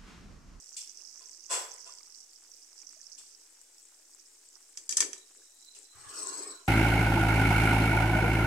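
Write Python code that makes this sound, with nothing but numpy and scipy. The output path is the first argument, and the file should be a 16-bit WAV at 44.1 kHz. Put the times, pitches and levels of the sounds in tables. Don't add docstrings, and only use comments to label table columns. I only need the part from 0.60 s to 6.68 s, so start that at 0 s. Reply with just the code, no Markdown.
import sys
import numpy as np
from scipy import signal
from scipy.fft import rfft, irfft, next_fast_len
from scipy.io import wavfile
from scipy.ndimage import uniform_filter1d, map_coordinates

SR = 44100
rng = np.random.default_rng(int(sys.argv[2]) if len(sys.argv) > 2 else 0)


def dump(signal):
    limited = np.clip(np.atleast_2d(signal).T, -1, 1)
    pcm = np.round(limited * 32767).astype(np.int16)
    wavfile.write(sys.argv[1], SR, pcm)


def boost_factor(decibels):
    exponent = np.asarray(decibels, float) / 20
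    return 10 ** exponent


N = 268065

# (time [s], level [dB], relative lows [dB], left over right [dB])
LADLE_CONTACTS = [(4.1728, -29, -24.5, -0.5), (4.2917, -19.5, -27.5, 3), (4.3085, -28.5, -29.5, 19.5),
                  (4.3242, -26, -18.5, -4), (4.3693, -10.5, -31.5, 1), (4.3755, -43, -12, -15),
                  (4.3822, -27, -11.5, 3), (4.4045, -11, -21, 2.5), (4.4236, -33, -1.5, -5.5),
                  (4.5306, -32, -17, -2.5), (4.5795, -40.5, -35, 5)]
# (time [s], level [dB])
STROKE_PRESSURE = [(5.33, -80), (5.37, -58), (5.44, -53), (5.59, -40), (5.73, -42.5), (5.8, -40),
                   (5.92, -48.5), (5.98, -60), (6.08, -77.5)]
# (frequency [Hz], likeness [0-1])
LIKENESS = [(60, 1), (180, 0.99), (550, 0.73), (1650, 0.033), (4970, 0.12), (15000, 0.89)]


def unit(x):
    return x / np.sqrt(np.mean(x ** 2) + 1e-20)


def along(points, hz):
    f, v = np.transpose(points)
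    return np.interp(np.log(hz + 1), np.log(f + 1), v)


def curves(rows):
    s, *cols = np.transpose(rows)
    return [np.interp(np.arange(N) / SR, s, c, left=-300, right=-300) for c in cols]


def wobble(rate):
    knots = rng.standard_normal(int(N * rate / SR) + 4)
    return map_coordinates(knots, [np.arange(N) * rate / SR])


def filtered(x, response):
    m = next_fast_len(x.shape[-1] + 8192)
    spectrum = rfft(x, m) * response(np.fft.rfftfreq(m, 1 / SR))
    return irfft(spectrum, m)[..., :x.shape[-1]]


def resonant(modes, floor_db):
    def response(f):
        total = boost_factor(floor_db)
        for k, (centre, width, db) in enumerate(modes):
            peak = 1j * f * width / (centre * centre - f * f + 1j * f * width)
            total = total + (-1) ** k * boost_factor(db) * peak
        return total
    return response


def shelf(low_db, corner_hz, order=4):
    return lambda f: boost_factor(low_db / (1 + (f / corner_hz) ** order))


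def noise(response, alike, length=N):
    def mid_side(hz):
        turn = np.arccos(np.clip(alike(hz), -1, 1)) / 2
        return response(hz) * [np.cos(turn), np.sin(turn)]
    mid, side = filtered(rng.standard_normal((2, length)), mid_side)
    return unit(np.array([mid + side, mid - side]))


def sides(pan_db):
    return boost_factor(np.array([pan_db, -pan_db]) / 2)


def streaky(x, depth_db):
    z = signal.stft(x, nperseg=1024)[2]
    field = uniform_filter1d(rng.standard_normal(z.shape[1:]), size=3, axis=0)
    field = uniform_filter1d(field, size=8, axis=1)
    return unit(signal.istft(z * boost_factor(depth_db * unit(field)), nperseg=1024)[1][:, :x.shape[1]])


def dying(s, db, rise, t60):
    t = np.maximum(np.arange(N) / SR - np.reshape(s, (-1, 1)), 0)
    decay = boost_factor(np.reshape(db, (-1, 1)) - 60 * t / np.reshape(t60, (-1, 1)))
    each = decay * (1 - np.exp(-t / rise))
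    return np.sqrt(np.sum(each ** 2, axis=0))


def ring(modes, t, split):
    hz, db, t60 = np.tile(np.transpose(modes), 2)[:, :, None]
    level, phase = rng.standard_normal((2, 2, len(hz), 1))
    hz = hz * (1 + split * rng.standard_normal(hz.shape))
    decay = boost_factor(db + 2 * level - 60 * t / t60)
    return np.sum(decay * np.sin(2 * np.pi * hz * t + 2 * phase), axis=1)


def echoes(length):
    # (frequency [Hz], t60 [s])
    kitchen_t60 = [(300, 0.57), (2000, 0.54), (8000, 0.33), (14000, 0.58)]
    flat = noise(lambda f: 1, lambda f: along(LIKENESS, f), length)
    hz, t, z = signal.stft(flat, SR, nperseg=256)
    decay = boost_factor(-60 * t / along(kitchen_t60, hz)[:, None])
    tail = signal.istft(z * decay, SR, nperseg=256)[1][:, :length]
    return tail / np.linalg.norm(tail[0])


def blips(s, hz, db, pan_db, cycles, glide=0):
    steps = np.arange(int(3 * cycles * SR / np.percentile(hz, 5)))
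    turns = steps / SR * hz[:, None]
    u = turns / cycles
    wave = np.e * 3 * u * np.exp(-3 * u) * np.sin(2 * np.pi * turns * (1 + glide * u))
    at = (np.round(s * SR).astype(int)[:, None] + steps).ravel()
    gains = boost_factor(db) * sides(pan_db)
    return np.array([np.bincount(at, (wave * g[:, None]).ravel(), 2 * N)[:N] for g in gains])


def spitting(count, hz, spread, size_db, pan_db, cycles):
    when, size = rng.random((2, count))
    pitch, pan = rng.standard_normal((2, count))
    db = -size_db * np.log(size + 1 / 40)
    ticks = blips(when * N / SR, hz * np.exp(spread * pitch), db, pan_db + 3 * pan, cycles)
    return unit(ticks * boost_factor(2.8 * wobble(30) + wobble(8)))


def wok_wall(ticks):
    def response(f):
        bounce = 1 + 0.34 * np.exp(-2j * np.pi * f * 0.0026)
        return bounce / (1 + (4300 / (f + 1)) ** 16)
    return filtered(ticks, response)


def sizzle():
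    # (time [s], right spot level [dB], left spot level [dB])
    spot_levels = [(0.0, -54, -60.5), (0.5, -53.5, -63), (1.3, -51.5, -61), (1.7, -59.5, -65),
                   (2.25, -57.5, -62.5), (2.7, -58.5, -64.5), (2.95, -65.5, -64.5), (4.8, -67, -63.5),
                   (6.08, -66, -61)]
    right_db, left_db = curves(spot_levels)
    right = boost_factor(right_db) * spitting(count=7000, hz=5800, spread=0.09, size_db=5.5, pan_db=-48, cycles=4.5)
    left = boost_factor(left_db) * spitting(count=7000, hz=7780, spread=0.054, size_db=5.5, pan_db=4, cycles=6.4)
    scatter = boost_factor(-75) * spitting(count=1400, hz=8500, spread=.2, size_db=3, pan_db=3, cycles=1.6)
    return wok_wall(right) + left + scatter


def loud_spits():
    # (time [s], level [dB], frequency [Hz])
    spit_events = [(0.092, -43, 5750), (0.275, -39.5, 5500), (0.295, -39, 5900), (0.3731, -39.5, 5970),
                   (0.451, -42, 5200), (0.4948, -44, 5300), (0.558, -41.5, 5950), (0.6582, -40, 6130),
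                   (0.695, -40.5, 6000), (0.839, -43, 6250), (0.8645, -38, 6300), (1.117, -35.5, 6100),
                   (1.14, -38.5, 8200), (1.1839, -42.5, 6296), (1.9167, -43, 5930), (2.224, -50, 5930),
                   (2.27, -37.5, 5860), (2.2915, -42.5, 5800), (2.415, -40.5, 6000), (2.4676, -41.5, 5470),
                   (2.7487, -46, 5300), (3.0147, -44.5, 7600), (3.548, -43, 7800), (5.1888, -40.5, 8000),
                   (5.671, -26.5, 7450)]
    s, db, hz = np.transpose(spit_events)
    pan_db = np.where(hz > 6900, 14, -15)
    return wok_wall(blips(s, hz, db, pan_db, cycles=6.6))


def bubbles():
    # (time [s], level [dB], starting frequency [Hz])
    pop_events = [(0.4059, -56.5, 2600), (0.8455, -60, 2580), (1.179, -55.5, 2000), (1.291, -50.5, 1070),
                  (1.404, -60, 1130), (1.408, -59, 2070), (2.2307, -60.5, 2220), (2.3651, -62.5, 603),
                  (2.401, -61.5, 1660), (4.818, -61, 1550), (5.166, -54, 2600)]
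    s, db, hz = np.transpose(pop_events)
    large = blips(s, hz, db, 0 * s - 2.5, cycles=8.4, glide=0.051)
    small = boost_factor(-76) * spitting(count=1500, hz=2190, spread=0.47, size_db=2.5, pan_db=-10.0, cycles=1.2)
    return large + small


def rattle():
    # (frequency [Hz], relative level [dB], t60 [s])
    ladle_modes = [(1798, 2.5, 0.053), (2355, 3.5, 0.042), (2780, -14.5, 0.15), (3250, -3, 0.096),
                   (4700, -2.5, 0.16), (5200, 6, 0.053), (6000, -18, 0.068), (6350, -15, 0.087),
                   (7500, -8, 0.26), (7200, -22, 0.08), (7460, -6.5, 0.11), (7820, 1, 0.17)]
    # (frequency [Hz], relative level [dB per Hz])
    crack_colour = [(2350, -12.5), (4000, -21), (5500, -10.5), (5970, 0), (7570, -7.5), (9010, -13),
                    (10500, -17.5), (16000, -56)]
    out, t = np.zeros((2, N + SR)), np.arange(SR // 3) / SR
    crack_decay = boost_factor(-60 * t / 0.016) + boost_factor(-13 - 60 * t / 0.18)

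    def colour(f):
        floor_db = np.where((f > 1100) & (f < 6000), -14, -60)
        return boost_factor(np.maximum(along(crack_colour, f), floor_db))

    for s, db, low_db, pan_db in LADLE_CONTACTS:
        tone = lambda f: shelf(low_db + 14, corner_hz=3800)(f) / (1 + (900 / (f + 1)) ** 4)
        crack = noise(colour, lambda f: 0.3 + 0 * f, len(t)) * crack_decay
        blow = crack + boost_factor(-19.5) * ring(ladle_modes, t, split=0.0098)
        blow = blow * (1 - np.exp(-t / 0.00058))
        blow = filtered(blow, tone) * sides(pan_db)[:, None]
        wet = signal.fftconvolve(blow[:, :2000], echoes(len(t)), axes=1)[:, :len(t)]
        out[:, round(s * SR):][:, :len(t)] += boost_factor(db) * (blow + boost_factor(-12.5) * wet)
    return out[:, :N]


def sinking(response, alike, rise):
    deep, shallow = [noise(lambda f: response(f / k), lambda f: alike + 0 * f) for k in (1, rise)]
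    turn = np.clip((np.arange(N) / SR - 5.45) / 0.29, 0, 1) * np.pi / 2
    return streaky(np.sin(turn) * deep + np.cos(turn) * shallow, depth_db=4.0)


def scrape():
    # (frequency [Hz], width [Hz], level [dB])
    wall_modes = [(4220, 260, -13.5), (5320, 390, -7.5), (5630, 18, -2), (6300, 160, -4.5), (7770, 54, 7.5),
                  (8060, 165, 2)]
    # (frequency [Hz], width [Hz], level [dB])
    body_modes = [(600, 53, -1.5), (705, 82, -0.5), (1075, 79, 8.5), (1440, 140, 2.5), (1660, 380, -5),
                  (2500, 220, -3.5), (3230, 1200, -11.5)]
    rasp_db, = curves(STROKE_PRESSURE)
    body_db = -51 + 0.47 * (rasp_db + 41)
    grit = boost_factor(1.97 * wobble(70) + 1.1 * wobble(400))
    wall, wok = resonant(wall_modes, -17.5), resonant(body_modes, -32)
    wall_band = lambda f: wall(f) / (1 + (3900 / (f + 1)) ** 8 + (f / 9500) ** 6)
    body_band = lambda f: wok(f) ** 1.1 / (1 + (550 / (f + 1)) ** 8 + (f / 3600) ** 8)
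    rasp = unit(grit * sinking(wall_band, 0.17, rise=1.03))
    body = sinking(body_band, 0.29, rise=1.153)
    rasp = boost_factor(rasp_db) * rasp * sides(2.1)[:, None]
    return rasp + boost_factor(body_db + wobble(50)) * body * sides(-4)[:, None]


def stove():
    # (time [s], boom level [dB])
    pushes = [(4.759, -63), (5.159, -62)]
    panel = resonant([(298.0, 74, -3.5), (398, 70, 5.0), (469, 320, -2.5)], -64)
    blows = [(s, db + low_db - 10.5) for s, db, low_db, _ in LADLE_CONTACTS] + pushes
    struck = dying(*np.transpose(blows), rise=.02, t60=0.36)
    pressure_db, = curves(STROKE_PRESSURE)
    since_start = np.arange(N) / SR - STROKE_PRESSURE[0][0]
    leaning = boost_factor(pressure_db - 21.5 + 24 * since_start)
    boom = noise(lambda f: panel(f) ** 2, lambda f: 0.9 + 0 * f)
    return (struck + leaning) * boom


def jolts():
    # (time [s], level [dB], t60 [s])
    jars = [(4.385, -68, 0.11), (5.346, -76.5, .5), (5.46, -66.5, 0.17)]
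    case = resonant([(70.6, 104, 0.0), (148, 79, 0)], -60)
    thump = noise(lambda f: case(f) ** 2, lambda f: 0.25 + 0 * f) * sides(31)[:, None]
    s, db, t60 = np.transpose(jars)
    return dying(s, db, 0.0091, t60) * thump


def clangs():
    # (time [s], level [dB], gain of the lows [dB], contact length [s], ring over wash [dB])
    far_blows = [(0.164, -40, -25, 0.0028, -16), (0.605, -61.5, 2, 0.0023, -10),
                 (0.89, -25.5, 2, 0.034, -11.5), (1.25, -52.5, 2.5, 0.017, -6.5),
                 (2.576, -50, -56, 0.0034, -15.5), (5.145, -52, -17, 0.0038, -17.5)]
    # (frequency [Hz], relative level [dB], t60 [s])
    pot_modes = [(528, -10, 0.31), (674, -4, 0.26), (994, -3, 0.65), (1022, 0.5, 0.39), (1445, -8, 0.43),
                 (2490, -2, 0.26), (2720, -3, 0.31), (3210, -11.5, 0.54), (7600, 8.5, 0.43),
                 (3500, -1, 0.42)]
    # (frequency [Hz], relative level [dB per Hz])
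    wash_colour = [(200, -55), (350, -8.5), (465, -6), (880, -7), (3150, -9), (3750, -13.5), (4300, -6),
                   (5600, -1.5), (6800, -0.5), (7600, 4.5), (8800, -0.5), (11000, -18), (16000, -34.5)]
    out, t = np.zeros((2, N + SR)), np.arange(SR // 2) / SR
    for s, db, low_db, contact, ring_db in far_blows:
        swell = 1 - np.exp(-(t / contact) ** 1.84)
        wash = filtered(echoes(len(t)), lambda f: boost_factor(along(wash_colour, f)))
        wash = wash / np.std(wash[:, :2000])
        blow = swell * (wash + boost_factor(ring_db) * ring(pot_modes, t, split=.012))
        blow = filtered(blow, shelf(low_db, corner_hz=1903.94, order=8))
        out[:, round(s * SR):][:, :len(t)] += boost_factor(db) * blow
    return out[:, :N]


def whistle():
    # (time [s], level [dB], frequency [Hz])
    swells = [(4.59, -66, 3930), (4.859, -75.5, 3880), (5.088, -62, 4010), (5.32, -68, 4030),
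              (5.7, -62.5, 4030), (5.931, -58.5, 4040)]
    s, db, hz = np.transpose(swells)
    t = np.arange(N) / SR
    level = boost_factor(db[:, None] - 142 * abs(t - s[:, None])).sum(axis=0) * (t > s[0] - .04)
    fuzz = noise(lambda f: 1 / (1 + (f / 170) ** 4), lambda f: .3 + 0 * f)
    tone = np.sin(2 * np.pi * np.cumsum(np.interp(t, s, hz)) / SR)
    return level * fuzz * tone * sides(-19.5)[:, None]


def hiss():
    # (frequency [Hz], relative level [dB per Hz])
    floor_colour = [(18, -26), (35, -17), (70, -18), (130, -32), (180, -32), (300, -9), (450, -11),
                    (620, -15), (800, -13), (1000, -17), (1700, -14), (3000, -16), (4300, -13), (5600, -6),
                    (7900, -3), (10000, -13), (16000, -28)]
    floor = noise(lambda f: boost_factor(along(floor_colour, f)), lambda f: along(LIKENESS, f))
    return boost_factor(-61.5) * streaky(floor, depth_db=1.8)


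def scene():
    curry = sizzle() + loud_spits() + bubbles()
    ladle = rattle() + scrape() + stove() + jolts()
    return curry + ladle + clangs() + whistle() + hiss()


def low_pass(x):
    return signal.sosfilt(signal.butter(12, 16450, fs=SR, output="sos"), x)


def record(dry):
    # (frequency [Hz], level [dB])
    port_gap = [(100, 6.5), (300, -2), (500, 1.5), (1000, -0.5), (2000, -0.5), (3500, -4), (5000, -4),
                (5900, -5), (7000, 4), (8400, 3.5), (10200, -2), (12400, 1.5), (15000, 11.5)]
    top_hz, zero_offset = 15830, -.0002
    ports = lambda f: sides(along(port_gap, f)) * boost_factor(-26 * (f > top_hz))
    mix = filtered(dry, ports) + zero_offset
    return low_pass(mix)


dry = scene()
out = record(dry)
dump(out)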